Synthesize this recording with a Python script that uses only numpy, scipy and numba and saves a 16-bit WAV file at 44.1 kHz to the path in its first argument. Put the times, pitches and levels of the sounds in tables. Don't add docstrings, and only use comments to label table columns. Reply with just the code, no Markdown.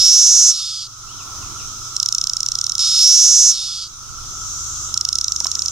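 import sys
import numpy as np
from scipy import signal
from scipy.fft import rfft, irfft, next_fast_len
from scipy.io import wavfile
from scipy.ndimage import uniform_filter1d, minimum_filter1d, map_coordinates
from numba import njit

SR = 44100
rng = np.random.default_rng(int(sys.argv[2]) if len(sys.argv) > 2 else 0)


def master(y):
    cut = np.clip(np.atleast_2d(y).T, -1, 1)
    pcm = np.round(cut * 32767)
    wavfile.write(sys.argv[1], SR, pcm.astype(np.int16))


N = 251811

TICK_RUNS = [
    [1.9649, 1.9999, 2.0288, 2.0597, 2.0867, 2.1246, 2.1485, 2.1824, 2.2129, 2.2393, 2.2702, 2.2962, 2.3336,
     2.3675, 2.4049, 2.4304, 2.4618, 2.4862, 2.5182, 2.5531, 2.587, 2.6125, 2.6414, 2.6658, 2.6958, 2.7192,
     2.7521, 2.7801],
    [4.9412, 4.9751, 5.0105, 5.0504, 5.0878, 5.1282, 5.1547, 5.1851, 5.2111, 5.243, 5.2809, 5.3203, 5.3617,
     5.4026, 5.4445, 5.4675, 5.5154, 5.5523, 5.5917, 5.6201, 5.659, 5.6825],
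]
# start_s, hold_s, loaded_rate_hz
NEAR_BUZZES = [(-.199, .44, 234.1), (2.791, .452, 232.9)]
# freq_hz, gain_db
ABDOMEN_RESPONSE = [(1000, -30), (2000, -27.5), (2800, -8.5), (3600, -1.5), (4500, -2.5), (5400, -1.5),
                    (7400, -1), (8200, -4.5), (9100, 1), (10500, -12.5), (12000, -7), (13600, -9.5),
                    (14600, -29), (16000, -12)]
# freq_hz, left_minus_right_db
NEAR_BALANCE_DB = [(2400, 0), (4400, -2), (6500, -4.5), (8100, 1), (15000, -3.5)]
# freq_hz, left_lead_rad
NEAR_PHASE_RAD = [(3000, -0.13), (4000, -0.84), (5500, -0.88), (6500, -0.48), (8300, -0.6), (9800, -1.46),
                  (13000, -1.4)]
# start_s, length_s, level_db
NEIGHBOUR_CALLS = [(4.15, 0.808, -30), (5.046, .9, -29.5)]
# freq_hz, relative_db
HISS_SPECTRUM = [(1120, -70), (1900, -50.5), (2110, -42), (2690, -21), (3330, -11.5), (4050, -9.5),
                 (4720, -12.5), (5200, -2), (5890, 1.5), (6270, 1), (8200, -15), (10300, -21.5),
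                 (11200, -26.5), (13400, -25.5), (16000, -31)]
# freq_hz, relative_db
DRONE_SPECTRUM = [(600, -31.5), (900, -23.5), (1100, -10.5), (1230, -3.5), (1330, 4), (1400, -3.5),
                  (1500, -13), (1650, -28.5), (2200, -54)]
# freq_hz, relative_db
LOW_VOICE_SPECTRUM = [(700, -29), (930, -7.5), (1080, 2), (1220, -3), (1450, -25)]
# freq_hz, relative_db
BREEZE_SPECTRUM = [(80, -21), (160, 1.5), (250, 3), (340, 3.5), (500, -6), (750, -2), (950, -1.5),
                   (1150, -0.5), (1700, -11.5), (2500, -5.5), (6000, -47)]
# freq_hz, relative_db
RUMBLE_SPECTRUM = [(10, -6), (26, 7.5), (50, -1.5), (110, -6), (160, -12.5), (250, -24.5), (500, -44)]
# peak_s, half_width_s, breeze_rise_db, rumble_rise_db
WIND_PUFFS = [(0, 0.093, 4, 12.5), (1.38, .28, 5.5, 3.5), (3.55, 0.15, 7, 3), (4.2, 0.39, 1.5, 7.5),
              (5.599, 0.22, 5.5, -4)]
# start_s, length_s, from_hz, to_hz, level_db
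BIRD_SLURS = [(1.068, 0.075, 2520, 3600, -41), (1.172, .06, 3400, 2240, -42.5),
              (1.399, 0.054, 3400, 2230, -45.5), (1.452, 0.037, 2410, 3000, -51),
              (1.561, 0.07, 3570, 2200, -44.5)]
# pitch_hz, level_db, start_s
ENGINE_TONES = [(70, -43.5, 4.5), (96, -49.5, 0), (121.6, -47.5, 0.5)]
# start_s, level_db, pitch_hz
HAND_KNOCKS = [(5.409, -24, 930), (5.456, -15, 1040), (5.568, -27, 1350)]
# freq_hz, t60_s
TREE_DECAY = [(500, 0.72), (3000, 0.24), (12000, 0.23)]
# freq_hz, left_right_correlation
FAR_CORRELATION = [(30, 0), (70, 0.95), (130, 0.87), (300, 0.86), (1400, 0.65), (2500, 0), (6500, 0),
                   (15000, 0)]
# freq_hz, left_minus_right_db
FAR_BALANCE_DB = [(30, -4.5), (70, 3), (200, 0.5), (700, -1), (1300, -4.5), (2400, 1.5), (4400, -1),
                  (8000, -2), (15000, -7.5)]

LEAD_S, SWELL_S, DROP_S, TAIL_S, RELEASE_S = .14, .118, .03, .3, 0.0498


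def cicada():
    song = ticks() + sum(buzz(*row) for row in NEAR_BUZZES)
    song = abdomen(song)
    return mic_ports(song, NEAR_BALANCE_DB, NEAR_PHASE_RAD) + amp(-19.5) * tree_echo(song)


def ticks():
    full_db, fade_db_per_s, first_tick_db = -6, 5.5, -4
    times_s = np.concatenate(TICK_RUNS)
    run_age_s = np.concatenate([np.subtract(run, run[0]) for run in TICK_RUNS])
    level_db = full_db - fade_db_per_s * run_age_s + first_tick_db * (run_age_s == 0)
    level_db += 0.53 * rng.standard_normal(len(times_s))
    pitch_hz = 5450 * (1 + 0.014 * rng.standard_normal(len(times_s)))
    return tymbal(times_s, level_db, pitch_hz, sweep_oct=0.15, rough=0.59, crest=0.41, length_s=0.0044,
                  snap_oct=0.51, rib_decay=1.09, slip_cycles=0.075, rasp=0.18,
                  low_gain=0.39, low_ratio=0.777)


def buzz(start_s, hold_s, loaded_rate_hz, jitter_s=.00004):
    slack_db, tense_db, fade_db_per_s, release_db = -11.5, 0.1, 17, 11
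    slack_hz, stretch_hz, sag_hz_per_s = 5251, 1003, 1400
    age_s = buckle_times(hold_s, loaded_rate_hz)
    tension, stretch, tail_s = effort(age_s, hold_s)
    late, force, detune = rng.standard_normal((3, len(age_s)))
    level_db = slack_db + (tense_db - slack_db) * tension + .5 * force
    level_db -= fade_db_per_s * tail_s + release_db * ramp(tail_s - TAIL_S, RELEASE_S)
    pitch_hz = (slack_hz + stretch_hz * stretch - sag_hz_per_s * tail_s) * (1 + 0.0067 * detune)
    rough = .72 - 0.26 * tension * (1 + stretch) + 0.28 * ramp(tail_s, 0.0089) - .25 * tail_s
    song = tymbal(start_s + age_s + jitter_s * late, level_db, pitch_hz,
                  sweep_oct=0.12 + 0.41 * stretch * tension + 0.051 * tail_s,
                  rough=np.clip(rough, 0, 1), crest=0.57 + 0.09 * tension,
                  length_s=0.0051, snap_oct=.42, rib_decay=1.67, slip_cycles=0.15, rasp=0.048,
                  low_gain=0.2 * np.exp(-tail_s / 0.51), low_ratio=.755 - .27 * tail_s)
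    sizzle = filtered(song, lambda hz: 1 - 1 / (1 + (hz / 10000) ** 16))
    sizzle_db = -4.5 + 7.4 * tension + 3 * stretch - 14 * tail_s
    return song + (amp(np.interp(clock(), start_s + age_s, sizzle_db)) - 1) * sizzle


def effort(age_s, hold_s, stretch_tau_s=.17, relax_tau_s=.024):
    since_drop_s = np.maximum(age_s - LEAD_S - SWELL_S - hold_s, 0)
    loaded_s = np.maximum(age_s - LEAD_S - SWELL_S / 2, 0)
    tension = ramp(age_s - LEAD_S, SWELL_S) * (1 - ramp(since_drop_s, DROP_S))
    stretch = (1 - np.exp(-loaded_s / stretch_tau_s)) * np.exp(-since_drop_s / relax_tau_s)
    return tension, stretch, np.maximum(since_drop_s - DROP_S, 0)


def buckle_times(hold_s, loaded_rate_hz):
    slack_rate_hz, full_load_stretch, tiring_hz_per_s = 258, .62, 165
    length_s = LEAD_S + SWELL_S + hold_s + DROP_S + TAIL_S + RELEASE_S
    age_s = np.arange(int(length_s * SR)) / SR
    _, stretch, tail_s = effort(age_s, hold_s)
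    load = np.minimum(stretch / full_load_stretch, 1)
    rate_hz = slack_rate_hz + (loaded_rate_hz - slack_rate_hz) * load - tiring_hz_per_s * tail_s
    rate_hz *= 1 + .0012 * wobble(40)[:len(age_s)]
    cycles = np.cumsum(rate_hz) / SR
    return np.interp(np.arange(int(cycles[-1])), cycles, age_s)


def tymbal(times_s, level_db, pitch_hz, sweep_oct, rough, crest, length_s,
           snap_oct, rib_decay, slip_cycles, rasp, low_gain, low_ratio):
    times_s, level_db, pitch_hz, sweep_oct = map(column, (times_s, level_db, pitch_hz, sweep_oct))
    rough, crest, low_gain, low_ratio = map(column, (rough, crest, low_gain, low_ratio))
    index = np.floor(times_s * SR).astype(int) + np.arange(SR // 150)
    age_s = np.maximum(index / SR - times_s, 0)
    progress = np.minimum(age_s / length_s, 1)
    spacing, force, lag, grit = rng.standard_normal((len(times_s), 4, index.shape[1])).transpose(1, 0, 2)
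    tone_hz = pitch_hz * 2 ** (sweep_oct * (.5 - progress) + snap_oct * np.exp(-progress / 0.11))
    cycles = np.cumsum(tone_hz * np.diff(age_s, prepend=0), 1)
    ribs = cycles / (3.4 * np.exp(.08 * spacing[:, :1]))
    per_rib = lambda draw: np.take_along_axis(draw, ribs.astype(int), 1)
    kick = amp(3.2 * rough * per_rib(force)) * np.exp(-rib_decay * rough * (ribs % 1))
    tone = np.sin(2 * np.pi * (cycles + slip_cycles * rough * per_rib(lag)))
    low_hz = low_ratio * pitch_hz * (1 + 0.037 * spacing[:, -1:])
    low_mode = low_gain * rough ** 2 * np.sin(2 * np.pi * (low_hz * age_s + lag[:, -1:]))
    skew = np.log(.5) / np.log(np.clip(crest, .1, .9))
    envelope = np.abs(np.sin(np.pi * progress ** skew)) ** 0.42
    pulses = envelope * (kick * (tone + rasp * rough * grit) + low_mode)
    pulses *= amp(level_db) / np.sqrt(np.sum(pulses ** 2, 1, keepdims=True) / (SR * length_s))
    inside = (index >= 0) & (index < N)
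    return np.bincount(index[inside], pulses[inside], N)


def abdomen(song):
    return filtered(song, lambda hz: amp(curve_at(ABDOMEN_RESPONSE, hz)))


def neighbour():
    rate_hz, attack_s, release_s, jitter_s = 210, 0.32, .1, .00006
    from_hz, rise_hz_per_s = 6200, 580
    song = np.zeros(N)
    for start_s, length_s, call_db in NEIGHBOUR_CALLS:
        age_s = np.arange(0, length_s, 1 / rate_hz)[1:]
        envelope = ramp(age_s, attack_s) * ramp(length_s - age_s, release_s)
        times_s = start_s + age_s + jitter_s * rng.standard_normal(len(age_s))
        song += tymbal(times_s, call_db + 20 * np.log10(envelope), from_hz + rise_hz_per_s * age_s,
                       sweep_oct=0.49, rough=0.3, crest=0.6, length_s=0.00428, snap_oct=0.18,
                       rib_decay=0.64, slip_cycles=0.049, rasp=0.56, low_gain=0.29, low_ratio=0.325)
    song = abdomen(song)
    return amp(-2.5) * song + amp(3.5) * tree_echo(song)


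def chorus():
    hiss = amp(-30.5 + 0.11 * wobble(27)) * far_noise(HISS_SPECTRUM, patchy_db=1.5)
    drone = amp(-38.5 + 0.35 * wobble(4.8)) * far_noise(DRONE_SPECTRUM, patchy_db=1)
    swell = bump(clock(), peak_s=1.33, half_width_s=0.26)
    low_voices = amp(-41.5) * swell * far_noise(LOW_VOICE_SPECTRUM, patchy_db=0.5)
    return hiss + drone + low_voices


def wind():
    peak_s, half_width_s, breeze_rise_db, rumble_rise_db = np.transpose(WIND_PUFFS)
    puffs = bump(clock()[:, None], peak_s, half_width_s)
    breeze = amp(-50.5 + puffs @ breeze_rise_db) * far_noise(BREEZE_SPECTRUM, patchy_db=1.5)
    rumble_db = -42.5 + puffs @ rumble_rise_db + 1.35 * wobble(6)
    return breeze + amp(rumble_db) * far_noise(RUMBLE_SPECTRUM, patchy_db=0)


def bird():
    song = np.zeros(N)
    for start_s, length_s, from_hz, to_hz, level_db in BIRD_SLURS:
        progress = ramp(clock() - start_s, length_s)
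        pitch_hz = from_hz * (to_hz / from_hz) ** progress
        song += amp(level_db) * np.sin(np.pi * progress) * np.sin(2 * np.pi * np.cumsum(pitch_hz) / SR)
    return amp(0.5) * song + amp(1) * tree_echo(song)


def engine():
    time_s = clock()
    hum = np.zeros(N)
    for pitch_hz, level_db, start_s in ENGINE_TONES:
        rms = amp(level_db + 0.54 * wobble(8.5)) * ramp(time_s - start_s, .1)
        hum += rms * np.sqrt(2) * np.sin(2 * np.pi * pitch_hz * time_s + 0.94 * wobble(5.7))
    return hum


def knocks(attack_s=0.00051, decay_s=0.0027, bandwidth_hz=900):
    out = np.zeros(N)
    for start_s, level_db, pitch_hz in HAND_KNOCKS:
        age_s = np.maximum(clock() - start_s, 0)
        resonance = lambda hz: 1j * hz * bandwidth_hz / (pitch_hz ** 2 - hz ** 2 + 1j * hz * bandwidth_hz)
        noise = unit_rms(filtered(rng.standard_normal(N), resonance))
        envelope = (1 - np.exp(-age_s / attack_s)) * np.exp(-age_s / decay_s)
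        out += amp(level_db) * envelope * (np.sin(2 * np.pi * pitch_hz * age_s) + .5 * noise)
    return out


def tree_echo(x):
    hz, age_s, bins = signal.stft(rng.standard_normal((2, SR // 2)), SR, nperseg=256)
    decay = amp(-60 * age_s / curve_at(TREE_DECAY, hz)[:, None])
    tail = signal.istft(bins * decay, SR, nperseg=256)[1]
    return signal.fftconvolve(x[None], tail / np.linalg.norm(tail[0]), axes=1)[:, :N]


def far_noise(spectrum, patchy_db):
    def mid_side_gains(hz):
        angle_rad = np.arccos(np.clip(curve_at(FAR_CORRELATION, hz), -1, 1)) / 2
        return amp(curve_at(spectrum, hz)) * [np.cos(angle_rad), np.sin(angle_rad)]

    bins = signal.stft(rng.standard_normal((2, N)), nperseg=512)[2]
    patches = uniform_filter1d(rng.standard_normal(bins.shape[1:]), size=5, axis=0)
    patches = unit_rms(uniform_filter1d(patches, size=12, axis=1))
    pair = signal.istft(bins * amp(patchy_db * patches), nperseg=512)[1][:, :N]
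    mid, side = filtered(pair, mid_side_gains)
    return unit_rms(mic_ports(np.array([mid + side, mid - side]), FAR_BALANCE_DB, phase_rad=[(1, 0.023)]))


def mic_ports(x, balance_db, phase_rad):
    half = np.array([[.5], [-.5]])
    return filtered(x, lambda hz: amp(half * curve_at(balance_db, hz))
                    * np.exp(1j * half * curve_at(phase_rad, hz)))


def amp(db):
    return 10 ** (np.asarray(db) / 20)


def unit_rms(x):
    return x / np.sqrt(np.mean(x ** 2) + 1e-20)


def column(values):
    return np.reshape(values, (-1, 1))


def curve_at(points, hz):
    knots_hz, values = np.transpose(points)
    return np.interp(np.log(hz + 1), np.log(knots_hz + 1), values)


def clock():
    return np.arange(N) / SR


def ramp(age_s, length_s):
    return np.clip(age_s / length_s, 0, 1)


def bump(time_s, peak_s, half_width_s):
    return np.exp(-((time_s - peak_s) / half_width_s) ** 2)


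def wobble(rate_hz):
    knots = rng.standard_normal(int(N * rate_hz / SR) + 4)
    return map_coordinates(knots, [np.arange(N) * rate_hz / SR])


def filtered(x, response):
    size = next_fast_len(N + SR // 2)
    return irfft(rfft(x, size) * response(np.fft.rfftfreq(size, 1 / SR)), size)[..., :N]


def scene():
    return cicada() + neighbour() + chorus() + wind() + bird() + engine() + knocks()


@njit
def follow(target, attack_samples, release_samples):
    out, now = np.empty(len(target)), target[0]
    for i in range(len(target)):
        now += (target[i] - now) / (attack_samples if target[i] > now else release_samples)
        out[i] = now
    return out


def gain_control(x, threshold_db, slope, hold_s, attack_s, release_s):
    power = uniform_filter1d(x.mean(0) ** 2, size=SR // 100)
    level_db = 10 * np.log10(np.abs(power) + 1e-12)
    cut_db = slope * np.maximum(level_db - threshold_db, 0)
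    half_hold = int(hold_s * SR / 2)
    held_db = -minimum_filter1d(-cut_db, 2 * half_hold + 1, origin=half_hold, mode="nearest")
    return x * amp(-follow(held_db, attack_s * SR, release_s * SR))


def record(dry, cutoff_hz=15900):
    ducked = gain_control(dry, threshold_db=-19, slope=0.49, hold_s=0.29, attack_s=0.0027, release_s=0.26)
    rounded = ducked / (1 + np.abs(ducked) ** 10) ** (1 / 10)
    return filtered(rounded, lambda hz: 1 / (1 + (hz / cutoff_hz) ** 120))


dry = scene()
out = record(dry)
master(out)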